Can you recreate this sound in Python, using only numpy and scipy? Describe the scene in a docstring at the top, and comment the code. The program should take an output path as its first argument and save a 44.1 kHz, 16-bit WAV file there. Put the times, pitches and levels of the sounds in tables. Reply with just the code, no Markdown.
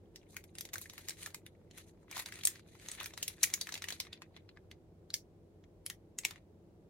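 """Fingers tear open a small plastic snack wrapper close to a stereo microphone, slide the bar out and drop the wrapper into a box.
Creases in the film buckle with sharp snaps, each ringing its own little facet; tearing and sliding make a fine dense crackle.
Hands and table scatter the sound, and a small dry room with a low ventilation hum answers."""
import sys
import numpy as np
from scipy import signal
from scipy.fft import rfft, irfft, next_fast_len
from scipy.io import wavfile
from scipy.ndimage import uniform_filter1d

SR = 44100
rng = np.random.default_rng(int(sys.argv[2]) if len(sys.argv) > 2 else 0)


def to_wav(sig):
    """Store sig (one row per channel, or 1-D mono) as 16-bit WAV at the path in sys.argv[1].

    Samples outside -1..1 are clipped; the rate is SR.
    """
    pcm = np.clip(np.atleast_2d(sig), -1, 1) * 32767
    pcm = np.round(pcm).astype(np.int16)
    wavfile.write(sys.argv[1], SR, pcm.T)  # frames by channels


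N = 303849

# the big creases buckle, and the wrapper knocks against the box and lands in it: (s, level dB, lowest Hz that
# the facet radiates, ring Hz, ring dB)
SNAPS = [(0.1597, -40, 3000, 5600, 11), (0.3443, -53, 700, 11000, 8), (0.3669, -31, 1250, 1900, 16), (0.4402, -47, 990, 11000, 10.5),
         (0.553, -44, 2406, 9100, 16.5), (0.5847, -34.5, 2700, 9700, 6), (0.6092, -32.5, 3500, 12200, 11),
         (0.6527, -38.5, 3850, 11300, 8), (0.6895, -48, 1800, 6500, 8), (0.734, -34.5, 1200, 6300, 2),
         (0.7382, -32.5, 630, 6250, 10), (0.7415, -36, 800, 750, 10), (0.757, -33, 1000, 1400, 21), (0.7816, -35.5, 675, 11900, 5),
         (0.8147, -36, 784, 11710, 18.5), (0.8575, -42.5, 1500, 1940, 17), (0.898, -40, 3240, 7000, 2.5),
         (0.9352, -47, 800, 12000, 10), (0.98, -36.5, 1480, 1650, 14), (1.0857, -30.5, 1200, 6440, 6.5), (1.0945, -30.5, 4370, 9220, 13), (1.1064, -36.5, 2800, 5930, 0),
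         (1.231, -37.5, 1490, 9000, 17), (1.2612, -32.5, 882, 1570, 11.5), (1.3458, -33, 1120, 7730, 8.5),
         (1.4642, -43, 2080, 10400, 13.5), (1.7117, -50, 3025, 6900, 10), (1.777, -43, 920, 9700, 17),
         (2.113, -37.5, 770, 6310, 4.5), (2.1271, -34.5, 2284, 2200, 20), (2.1688, -34.5, 1050, 980, 7),
         (2.179, -33.5, 950, 980, 8), (2.1927, -33, 1000, 950, 9), (2.198, -32, 1000, 4200, 8), (2.2601, -34, 1482, 4470, 10.5),
         (2.3235, -37.5, 1770, 3726, 0), (2.3902, -43.5, 1765, 8890, 12), (2.4357, -34, 2680, 7310, 2),
         (2.4529, -16.5, 4930, 8500, 17), (2.4724, -18, 1600, 8500, 8), (2.886, -34.5, 3760, 7500, 3),
         (2.9159, -34, 2410, 8420, 22), (3.0022, -33, 1400, 3500, 9), (3.011, -38, 1300, 1250, 12), (3.0423, -36.5, 1400, 6690, 13),
         (3.0596, -32, 1506, 12000, 8.5), (3.1373, -43, 3910, 6700, 3), (3.1765, -35, 1106, 4560, 6.5),
         (3.2284, -25, 3400, 7500, 0), (3.28, -26.5, 2650, 11000, 8.5), (3.432, -14.5, 4490, 934, 4),
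         (3.436, -17.5, 1500, 6140, 18), (3.4399, -20.5, 2060, 2390, 9), (3.5388, -19, 1592, 6800, 12.5),
         (3.6126, -24.5, 4150, 4530, 10.5), (3.6709, -36, 1150, 2420, 8.5), (3.6907, -35.5, 1328, 3990, 7),
         (3.723, -33, 4000, 4710, 4.5), (3.7411, -31, 3600, 3700, 5), (3.754, -34, 3264, 2580, 15),
         (3.777, -37.5, 2430, 2377, 2), (3.8213, -34, 1898, 2480, 1.5), (3.8412, -32.5, 1815, 6250, 0),
         (3.8859, -29, 2600, 2370, 8.5), (3.9046, -32, 2130, 7700, 4), (3.924, -32.5, 3955, 3850, 9),
         (4.0016, -25.5, 3300, 4100, 8.5), (4.069, -46.5, 1810, 3672, 13), (4.1302, -34.5, 3394, 3610, 16),
         (4.22, -41, 1690, 2830, 3), (4.365, -45, 2080, 3650, 7), (4.491, -49, 2470, 4090, 12),
         (4.5723, -50, 1520, 1840, 4), (4.714, -43.5, 2500, 4020, 6.5), (5.1035, -41.5, 2650, 4300, 13),
         (5.141, -22, 2700, 5530, 11), (5.64, -57, 2100, 5950, 6), (5.8635, -28.5, 2510, 10400, 18.5),
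         (5.9003, -32, 1454, 4300, 0.5), (6.1869, -26, 1700, 7560, 17), (6.236, -45.5, 3000, 4100, 3.5), (6.2502, -20.5, 3400, 2450, 16), (6.2512, -39, 1200, 940, 18.5),
         (6.3094, -38, 1300, 5120, 4.5), (6.359, -49, 1600, 3103, 5.5)]
# colour of the fine crackle: (Hz, dB)
FILM = [(400, -17.5), (700, -8), (1000, -6.5), (1400, -6.5), (2000, -5), (2900, -7.5), (4000, -4), (5300, -9.5), (6500, -7), (8000, -8.5), (9200, -6.5), (12000, -11.5), (16000, -20.5)]
# room background: (Hz, dB per Hz)
AIR = [(22, -60), (31, -30), (46, -3), (60, -9.5), (100, 0), (135, -9.5), (200, -6.5), (255, -12.5), (350, -7), (450, -11), (700, -19), (1200, -28.5), (2500, -34.5), (6000, -39.5), (16000, -45)]
AIR_DB = -60.5
# ventilation hum: (Hz, dB)
HUM = [(92, -73), (161.5, -71.5), (333.5, -74)]
# the small dry room: decay (s) and level against the direct click (dB)
ROOM_T60_S, ROOM_DB = 0.15, -10
SPLIT_HZ = 4000  # fixed
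TOP_HZ = 15900  # fixed
# body colour of the whole packet, shared by every facet: (Hz, dB)
PACKET = [(300, 5), (600, 3), (950, -1), (1300, -4.5), (1600, -2.5), (2100, 2.5), (2900, -2.5), (4000, 1), (5100, -0.5), (6200, 3), (8000, 1), (12000, 2.5), (16000, -1)]
# a harder snap is brighter, a facet that radiates low notes well has a flatter spectrum:
# the usual snap, and the change of tilt (dB per octave) per dB of level and per octave of the lowest Hz
USUAL_SNAP_DB, USUAL_LOW_HZ = -34, 2060
# lag of the right port (ms) as the wrapper moves from the hands down into the box, and its scatter between facets: (s, ms)
PORT_LAG = [(0, 0.056), (3.2, 0.045), (3.5, 0.028), (4.5, 0.072), (5.1, -0.042), (6.3, 0.023)]
LAG_SCATTER_MS = 0.024
# pulls that tear the film, slide it off the bar or brush it into the box: (start s, length s, level dB, crispness = treble minus body dB)
PULLS = [(0.191, 0.026, -80, 5), (0.309, 0.02, -77, 14), (0.475, 0.025, -83, 8), (0.565, 0.1, -77, 7), (0.746, 0.018, -66, 1),
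         (0.821, 0.013, -70, 18), (0.935, 0.2, -66.5, 3), (1.189, 0.075, -60, 5), (1.74, 0.08, -71.5, 0), (1.777, 0.016, -60.5, 0),
         (1.871, 0.027, -79, 9), (2.001, 0.033, -78, -1), (2.109, 0.033, -58, -8), (2.158, 0.04, -49.5, -0.5), (2.263, 0.015, -55, -3),
         (2.326, 0.083, -59, -1.5), (2.496, 0.084, -62, -5.5), (2.678, 0.14, -69.5, -0.5), (2.818, 0.14, -61.5, 0.5), (2.921, 0.019, -60.5, 8),
         (2.99, 0.026, -48.5, -15.5), (3.042, 0.03, -60, 1.5), (3.18, 0.16, -64, 0.5), (3.415, 0.13, -58, -0.5), (3.59, 0.1, -65.5, 2),
         (3.724, 0.049, -59, -6), (3.888, 0.05, -58, 1.5), (4.019, 0.052, -64.5, -15.5), (4.129, 0.028, -65.5, -19.5), (4.345, 0.027, -68, -15),
         (6.265, 0.03, -56.5, -7.5), (6.309, 0.07, -68, -9)]
# each pull builds up and lets go by 20 dB in these times
PULL_ATTACK_S, PULL_RELEASE_S = 0.03, 0.065
# between pulls the held film stirs faintly, until the bar is out
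HELD_DB, HELD_CRISP_DB, BAR_OUT_S = -81, -5.5, 4.65
TILT_DB = None
TILT_PER_DB, TILT_PER_OCTAVE = 0.305, 3.0
# usual tilt of a snap, bright while the film is taut and duller as it goes slack: (s, dB per octave)
FILM_TILT = [(0.1, -3.5), (1.1, -4), (2.2, -5), (3.2, -5), (3.7, -5.5), (4.3, -7.5), (5.5, -3.5), (6.3, -6)]
# small creases give way during the pulls: rate, level over the pull and its spread, ranges of the lowest Hz and the ring
SMALL_PER_S, SMALL_DB, SMALL_SPREAD_DB = 22, 16, 1.5
SMALL_LOW_HZ, SMALL_RING_HZ, SMALL_RING_DB = (900, 2800), (3000, 14000), 12.5


def undb(db):
    """Decibels to gain."""
    return 10 ** (np.asarray(db) / 20)


def unit(x):
    """Scale to rms 1."""
    return x / np.sqrt(np.mean(x ** 2))


def spectrum_db(points, hz):
    """Join (Hz, dB) points on a log-frequency axis."""
    at, db = np.transpose(points)
    return np.interp(np.log(hz + 1), np.log(at), db)


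def colour(x, points):
    """Filter by a (Hz, dB) spectrum."""
    size = next_fast_len(N)
    return irfft(rfft(x, size) * undb(spectrum_db(points, np.fft.rfftfreq(size, 1 / SR))), size)[..., :N]


def causal(db):
    """Shortest causal response with this dB spectrum, by folding the cepstrum."""
    cep = irfft(np.log(undb(db)))
    half = len(cep) // 2
    cep[1:half] *= 2
    cep[half + 1:] = 0
    return np.exp(rfft(cep))


def tail(t60_s, rise_s, size, channels=2):
    """Dense echoes that build up and die away; energy 1 in each channel."""
    t = np.arange(size) / SR
    y = rng.standard_normal((channels, size)) * undb(-60 * t / t60_s) * (1 - np.exp(-t / rise_s))
    return y / np.sqrt(np.sum(y ** 2, axis=1, keepdims=True))


def facet(low_hz, tilt_db, ring_hz, ring_db, lag_ms, flutter_db, scatter_db, modes_db=7, mode_width_hz=80, leak_db=-27, beam_share=0.27, count=9, size=6144):
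    """One patch of film flips over, as the two ports hear it in the room; the direct click has rms 1 over a millisecond."""
    hz = np.fft.rfftfreq(size, 1 / SR) + 1
    # a small patch hardly radiates long waves; only a little leaks out through the packet
    small = 10 * np.log10(1 / (1 + (low_hz / hz) ** 6) + undb(leak_db) ** 2 / (1 + (350 / hz) ** 4))  # fixed
    slope = tilt_db * np.log2(np.maximum(hz, 800) / SPLIT_HZ)
    ring = ring_db / (1 + ((hz - ring_hz) / (300 + 0.1 * ring_hz)) ** 2)
    # the crumpled packet has narrow modes that shift with every new fold
    mode_hz = 900 * 13 ** rng.random((count, 1))  # fixed
    modes = modes_db * np.max(1 / (1 + ((hz - mode_hz) / mode_width_hz) ** 2), axis=0)
    click = causal(small + slope + ring + modes + spectrum_db(PACKET, hz))
    click = click / np.sqrt(np.sum(irfft(click * (hz < TOP_HZ)) ** 2))
    # bending waves run round the packet and smear the click
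    flutter = 1 + undb(flutter_db) * rfft(tail(0.0043, 0.00051, size, channels=1))
    delay_ms = .2 + np.array([[-.5], [.5]]) * lag_ms  # fixed
    direct = flutter / np.hypot(1, undb(flutter_db)) * np.exp(-2j * np.pi * hz * delay_ms / 1000)  # fixed
    # hands and table scatter it first, the room follows; the ring is beamed, so these echoes carry less of it
    echoes = undb(scatter_db) * tail(0.052, 0.00024, size) + undb(ROOM_DB) * tail(ROOM_T60_S, 0.0086, size)
    fade = np.minimum(np.linspace(8, 0, size), 1) ** 2  # fixed
    return fade * irfft(click * (direct + undb(-beam_share * ring) * rfft(echoes))) * np.sqrt(SR / 1000)  # fixed


def snaps(gain_db=-0.92, swell_db=-12, swell_t60_s=.016, size=512):
    """The creases buckle and the wrapper knocks, one by one; each click swells for an instant before its peak."""
    out = np.zeros((2, N + SR))
    for s, db, low_hz, ring_hz, ring_db in list(SNAPS) + small_creases():
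        tilt_db = np.interp(s, *np.transpose(FILM_TILT)) + TILT_PER_DB * (db - USUAL_SNAP_DB)
        tilt_db -= TILT_PER_OCTAVE * np.log2(low_hz / USUAL_LOW_HZ)
        lag_ms = np.interp(s, *np.transpose(PORT_LAG)) + LAG_SCATTER_MS * rng.standard_normal()
        push = undb(swell_db) * tail(swell_t60_s, .0001, size, channels=1)[:, ::-1]
        push[0, -1] = 1
        y = facet(low_hz, tilt_db, ring_hz, ring_db, lag_ms, flutter_db=-3.5, scatter_db=-1.5)  # fixed
        y = signal.fftconvolve(y, push, axes=1)
        start = int(s * SR) - size + 1
        out[:, start:start + y.shape[1]] += undb(db + gain_db) * y
    return out[:, :N]


def crackle(per_s=750, spread_db=1.5, body_db=-1, crisp_db=-1, usual_db=-62, crowding=.5, shift_db=1.5, count=12):
    """Tiny slips and breaks along the tear, mostly faint, shared among facets of different pitch."""
    s, *columns = pulls()
    t = np.arange(N) / SR
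    db, crisp = (np.interp(t, s, c) for c in columns)
    # a hard pull breaks the film in more places at once: lone ticks crowd into a rasp
    density = np.clip(undb(crowding * (db + np.maximum(crisp, 0) - usual_db)), .25, 6)  # fixed
    grains = 0
    for ring_hz in np.geomspace(950, 13000, count):
        at = np.flatnonzero(rng.random(N) < density * per_s / count / SR)
        luck = rng.random((4096, 2))[np.arange(len(at)) % 4096]  # fixed
        # facets tighten and slacken as the fingers move, so the colour keeps shifting
        tension_db = shift_db * np.interp(at, np.linspace(0, N, num=120), rng.standard_normal(size=120))
        size_db = spread_db * np.minimum(-np.log(1 - luck[:, 0]), 4) + tension_db
        slips = np.zeros((1, N))
        slips[0, at] = np.sign(luck[:, 1] - .5) * undb(size_db) / np.sqrt(density[at])
        ring = facet(450, 0, ring_hz, 6.1, 0.068, flutter_db=0.5, scatter_db=4.5)
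        grains = grains + signal.oaconvolve(slips, ring, axes=1)[:, :N]
    grains = colour(grains, FILM)
    body = signal.sosfiltfilt(signal.butter(2, SPLIT_HZ, fs=SR, output="sos"), grains)
    return undb(db) * (undb(body_db) * unit(body) + undb(crisp + crisp_db) * unit(grains - body))




def ventilation(waver=0.013):
    """Low rush of air with wavering hum lines; long waves reach both ports alike."""
    mid = colour(rng.standard_normal(N), AIR)
    side = colour(colour(rng.standard_normal(N), AIR), [(50, -13.5), (200, -15), (500, -8), (1500, 0.5), (4000, 1)])
    air = undb(AIR_DB) * unit(mid + np.array([[1], [-1]]) * side)
    for hz, db in HUM:
        drift = unit(uniform_filter1d(rng.standard_normal(N), size=3000))
        air = air + undb(db) * unit(np.sin(2 * np.pi * np.cumsum(hz * (1 + waver * drift)) / SR))
    return air


def suppress(x, open_db=5, depth_db=9, from_hz=900, size=1024, count=25):
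    """Noise suppression: treble that is hardly above its own steady background is turned down."""
    hz, _, z = signal.stft(x, SR, nperseg=size, noverlap=3 * size // 4)  # fixed
    power = uniform_filter1d(np.mean(np.abs(z) ** 2, axis=0), count, axis=0) + 1e-18
    over_db = 10 * np.log10(power / np.percentile(power, 15, axis=1, keepdims=True))  # fixed
    shut = .5 - .5 * np.tanh((over_db - open_db) / 2)
    treble = hz[:, None] ** 4 / (hz[:, None] ** 4 + from_hz ** 4)  # fixed
    return signal.istft(z * undb(-depth_db * shut * treble), SR, nperseg=size, noverlap=3 * size // 4)[1][:, :N]  # fixed


def pulls(size=6000):
    """Level and crispness of the rustle over time: each pull builds up, holds and lets go."""
    s = np.linspace(0, N / SR, size)
    start, length, db, crisp = np.transpose(PULLS)[..., None]
    db = db - 20 * (np.maximum(start - s, 0) / PULL_ATTACK_S + np.maximum(s - start - length, 0) / PULL_RELEASE_S)
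    held_db = HELD_DB - 20 * np.maximum(s - BAR_OUT_S, 0) / PULL_RELEASE_S
    body = 10 * np.log10(undb(held_db) ** 2 + np.sum(undb(db) ** 2, axis=0))
    treble = 10 * np.log10(undb(held_db + HELD_CRISP_DB) ** 2 + np.sum(undb(db + crisp) ** 2, axis=0))
    return s, body, treble - body


def small_creases(count=140):
    """Lesser snaps at random moments, as strong as the pull that causes them; rows as in SNAPS."""
    s, db, _ = pulls()
    luck = rng.random((count, 5))
    at = np.cumsum(2 * luck[:, 0]) / SMALL_PER_S
    level = np.interp(at, s, db) + SMALL_DB + SMALL_SPREAD_DB * (2 * luck[:, 1] - 1)
    low_hz = SMALL_LOW_HZ[0] * (SMALL_LOW_HZ[1] / SMALL_LOW_HZ[0]) ** luck[:, 2]
    ring_hz = SMALL_RING_HZ[0] + (SMALL_RING_HZ[1] - SMALL_RING_HZ[0]) * luck[:, 3]
    ring_db = SMALL_RING_DB * (.5 + luck[:, 4])
    return np.column_stack([at, level, low_hz, ring_hz, ring_db])[at < BAR_OUT_S].tolist()


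def scene(left_db=0.5):
    """The wrapper, slightly left of centre, over the room's hum."""
    wrapper = (snaps() + crackle()) * undb(np.array([[left_db], [-left_db]]))
    return wrapper + ventilation()


def record(dry):
    """The recorder suppresses faint hiss and cuts the top."""
    quiet = suppress(dry)
    return signal.sosfilt(signal.ellip(10, .2, 70, TOP_HZ, fs=SR, output="sos"), quiet)  # fixed


dry = scene()
out = record(dry)
to_wav(out)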